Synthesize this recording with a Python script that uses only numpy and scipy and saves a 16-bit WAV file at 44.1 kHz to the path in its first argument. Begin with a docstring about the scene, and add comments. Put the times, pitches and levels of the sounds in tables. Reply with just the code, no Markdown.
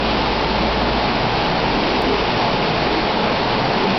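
"""A large waterwheel turns in its housing while water pours steadily through its buckets.
Filtered noise makes the churning water, hissing spray and deep rumble; narrow bands of noise boom in the housing.
A dense cloud of bubbles is built from short rising tones, and pockets of air gulp as swelling bands of noise.
A low hum, a wavering sine strongest in the first second, sinks unevenly into the rumble.
One tiny tick, a single fading click, sounds midway."""
import sys
import numpy as np
from scipy import signal
from scipy.fft import rfft, irfft
from scipy.io import wavfile
from scipy.ndimage import uniform_filter1d, minimum_filter1d

SR = 44100
rng = np.random.default_rng(int(sys.argv[2]) if len(sys.argv) > 2 else 0)


def to_wav(s):
    """Save 16-bit WAV."""
    ch = np.atleast_2d(s).T  # columns
    pcm = np.round(np.clip(ch, -1, 1) * 32767)  # PCM
    wavfile.write(sys.argv[1], SR, pcm.astype(np.int16))


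N = 175518  # length in samples, just under 4 s
T = np.arange(N) / SR  # time in s
HZ = np.arange(N // 2 + 1) * SR / N + 1e-6  # spectrum frequencies; the tiny offset avoids log(0)

# Tone colour of the churning water: f/Hz, level/dB (per Hz)
CHURN_COLOUR = [(50, -30), (95, -8), (122, -1.5), (200, 0.2), (320, -3.5), (540, -1), (770, 0.5), (920, -3),
                (1040, -3), (1330, -9), (1900, -13), (6000, -36.5)]
CHURN_DB, CHURN_FLICKER_DB = -21, 0.75

# Resonances of the housing and buckets: f/Hz, width/Hz, level/dB
HOUSING_RESONANCES = [(118.1, 11, -39), (214, 28, -39.5), (261.7, 19, -43), (303, 34, -40),
                      (400.4, 19, -39.5), (446.5, 32, -37), (702, 50, -40.5), (835, 33, -34.5),
                      (874, 38, -32.8), (932.5, 44, -36)]

# Bubbles: strengths vary at random, but none exceeds BUBBLE_LARGEST_DB before the whole cloud is levelled
BUBBLES_PER_S, BUBBLE_DB, BUBBLE_SPREAD_DB, BUBBLE_LARGEST_DB = 700, -27, 4, 8
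BUBBLE_LOW_HZ, BUBBLE_HIGH_HZ = 198.6, 1082  # range of starting pitches
BUBBLE_HALF_CYCLES = 7.3  # half the number of cycles in a ring, before the rise
BUBBLE_RISE = 0.086  # rise by the end, as a share of the starting pitch

# Tone colour of the spray: f/Hz, level/dB (per Hz)
SPRAY_COLOUR = [(600, -17.5), (1400, -1.5), (1900, -2), (2400, 2), (3000, 1), (3350, -1), (3900, -1.5),
                (4450, -1.5), (5000, -5), (6000, -10)]
SPRAY_DB, SPRAY_FLUTTER_DB, SPRAY_FLICKER_DB = -25.5, 0.36, 0.75
DROPS_PER_S, DROP_DB, DROP_SPREAD_DB = 1500, -30, 4.5

# Tone colour of the deep rumble: f/Hz, level/dB (per Hz)
RUMBLE_COLOUR = [(10, -17.5), (24, 0.5), (40, 6.5), (55, -4.5), (75, -12), (130, -20.5)]
RUMBLE_DB, RUMBLE_FADE_DB_PER_S = -30, 1  # starting level and fade

# Level of the low hum over time: t/s, level/dB
HUM_LEVELS = [(0, -32), (.2, -31), (.45, -31.5), (.6, -27), (.95, -26.5), (1.08, -38), (1.45, -34),
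              (1.7, -32.5), (1.8, -40), (2.15, -31), (2.5, -45.5), (2.85, -34), (3.3, -41.5), (3.55, -39),
              (3.98, -55)]
HUM_HZ, HUM_WANDER, HUM_WAVER_DB = 56.95, 0.022, 1  # wander is a share of the pitch

# Gulps of trapped air: t/s (loudest moment), length/s (from there until about 17 dB down),
# f/Hz, width (as a share of f), level/dB (at the loudest moment)
AIR_GULPS = [(0.302, 0.15, 824, .2, -27.5), (.36, 0.19, 418, .4, -27.5), (0.508, 0.074, 885, .1, -27.5),
             (0.602, .2, 209, 0.21, -29), (1.14, .2, 226, 0.34, -28.5), (1.2, 0.33, 118, 0.16, -32),
             (1.38, 0.11, 824, .15, -28.5), (1.502, 0.074, 161, .2, -27), (1.6, .14, 874, .2, -27.5),
             (1.75, 0.2, 257, 0.6, -26.5), (1.967, 0.26, 289, .4, -27.5), (2.108, 0.18, 412, .3, -22.5),
             (2.4, 0.17, 120, 0.14, -29), (2.68, 0.28, 165, .55, -28.5), (2.97, 0.13, 342, 0.36, -24),
             (3.253, 0.21, 232, 0.35, -27.5), (3.603, 0.25, 135, 0.23, -33), (3.83, 0.07, 390, 0.22, -23),
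             (3.87, 0.23, 199, .21, -26)]

TICK_S, TICK_DECAY_S, TICK_DB = 2.0208, 0.00003, -16.5
ROOM_T60_S, ROOM_DB = 0.5, -4  # time for the echo tail to fall 60 dB, and its level
RUSH_TOP_HZ, TOP_HZ = 5610, 16000  # treble limits of the water sounds and of everything
CEILING_DB, LIMITER_S = -8, 0.0092


def undb(db):
    """Turn decibels into a gain: 20 dB is ten times the amplitude."""
    return 10 ** (np.asarray(db) / 20)


def level(x, db):
    """Set the average strength (rms) of a sound in dB."""
    return x * undb(db) / np.sqrt(np.mean(x ** 2))


def walk(rate):
    """Slow random drift around zero, smoothed from about `rate` new values per second."""
    hold = max(int(SR / rate), 1)
    steps = np.repeat(rng.standard_normal(N // hold + 2), hold)
    smooth = uniform_filter1d(uniform_filter1d(steps, hold), hold)
    start = rng.integers(hold)
    return level(smooth[start:], 0)[:N]


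def colour(x, points):
    """Shape a sound's spectrum by a curve of frequency and level."""
    hz, db = np.array(points).T
    curve_db = np.interp(np.log(HZ), np.log(hz), db)
    return irfft(rfft(x) * undb(curve_db), N)


def ring(hz, half_width_hz):
    """A steep resonance stirred by turbulence: noise kept only near one pitch, rms 1."""
    noise = rfft(rng.standard_normal(N))
    return level(irfft(noise / (1 + ((HZ - hz) / half_width_hz) ** 4), N), 0)


def turbulence(flicker_db, rate, count=14):
    """White noise in overlapping half-octave bands, each flickering in level on its own."""
    noise = rfft(rng.standard_normal(N))
    place = np.clip(2 * np.log2(RUSH_TOP_HZ / HZ), 0, count - 1)  # band 0 is the highest
    out = np.zeros(N)
    for k in range(count):
        share = np.maximum(1 - abs(place - k), 0)
        out += irfft(noise * share, N) * undb(flicker_db * walk(rate))
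    return out


def room(x):
    """Direct sound plus the wheelhouse's short echo tail, made from fading noise."""
    tail = rng.standard_normal(SR) * np.exp(-np.log(1000) * T[:SR] / ROOM_T60_S)
    tail /= np.sqrt(np.sum(tail ** 2))
    return x + undb(ROOM_DB) * signal.fftconvolve(x, tail)[:N]


def low_pass(x, hz):
    """Cut the treble off steeply."""
    taps = signal.firwin(121, hz, window=("kaiser", 7), fs=SR)
    return signal.fftconvolve(x, taps, mode="same")


def churn():
    """The roar of falling water, as flickering noise, and the resonances that it stirs."""
    roar = level(colour(turbulence(CHURN_FLICKER_DB, 14), CHURN_COLOUR), CHURN_DB)
    boom = sum(undb(db) * ring(hz, width / 2) for hz, width, db in HOUSING_RESONANCES)
    return roar + boom


def bubbles():
    """Countless bubbles, each a short fading ring that rises in pitch."""
    out = np.zeros(N + SR)
    for when, size, strength in rng.random((int(BUBBLES_PER_S * N / SR), 3)):
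        hz = BUBBLE_LOW_HZ + (BUBBLE_HIGH_HZ - BUBBLE_LOW_HZ) * size
        length = min(int(2 * BUBBLE_HALF_CYCLES / hz * SR), SR)
        age = np.linspace(0, 1, length)
        phase = 4 * np.pi * BUBBLE_HALF_CYCLES * age * (1 + BUBBLE_RISE * age / 2)
        tone = np.sin(phase) * np.exp(-np.log(100) * age)  # fades by 40 dB
        db = min(-BUBBLE_SPREAD_DB * np.log(1 - strength), BUBBLE_LARGEST_DB)
        start = int(when * N)
        out[start:start + length] += tone * undb(db)
    return level(room(out[:N]), BUBBLE_DB)


def spray():
    """Fine hiss from noise and the patter of drops on the paddles from random clicks."""
    hiss = level(colour(turbulence(SPRAY_FLICKER_DB, 12), SPRAY_COLOUR), SPRAY_DB)
    hits = rng.random(N) < DROPS_PER_S / SR
    signs = rng.choice([-1, 1], N)
    strengths = undb(DROP_SPREAD_DB * np.minimum(rng.exponential(size=N), 5))
    patter = level(colour(room(hits * signs * strengths), SPRAY_COLOUR), DROP_DB)
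    return (hiss + patter) * undb(SPRAY_FLUTTER_DB * walk(22.07))


def rumble():
    """A deep rumble under the wheel: low noise that slowly eases."""
    noise = level(colour(rng.standard_normal(N), RUMBLE_COLOUR), RUMBLE_DB)
    return noise * undb(-RUMBLE_FADE_DB_PER_S * T)


def hum():
    """A low sine hum that wavers slightly in pitch and level."""
    times, db = np.array(HUM_LEVELS).T
    hz = HUM_HZ * (1 + HUM_WANDER * walk(5))
    phase = 2 * np.pi * np.cumsum(hz) / SR
    level_db = np.interp(T, times, db) + HUM_WAVER_DB * walk(12)
    return np.sqrt(2) * np.sin(phase) * undb(level_db)  # the root of 2 gives the sine rms 1


def gulps():
    """Large air pockets swell and fade as the buckets plunge; the wider ones slosh."""
    out = np.zeros(N)
    for at, length, hz, width, db in AIR_GULPS:
        swell = np.exp(-2 * ((T - at) / length) ** 2)
        out += undb(db) * swell * ring(hz, width * hz / 2)
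    return out


def tick():
    """One tiny, sharp tick, brighter than the water: a click that dies away almost at once."""
    click = np.zeros(N)
    click[int(TICK_S * SR)] = undb(TICK_DB)
    return signal.lfilter([1], [1, -np.exp(-1 / (TICK_DECAY_S * SR))], click)


def scene():
    """Water, air and wheel without high treble, plus the brighter tick."""
    rush = churn() + bubbles() + spray() + rumble() + hum() + gulps()
    return (low_pass(rush, RUSH_TOP_HZ) + tick())[None]


def record(dry):
    """A quick limiter holds down the highest peaks; the very top is cut off steeply."""
    span = max(int(LIMITER_S * SR), 1)
    allowed = 1 / np.maximum(abs(dry[0]) / undb(CEILING_DB), 1)
    gain = uniform_filter1d(minimum_filter1d(allowed, span), span)  # spread each dip, then smooth it
    return low_pass(dry[0] * gain, TOP_HZ)[None]


dry = scene()
out = record(dry)
to_wav(out)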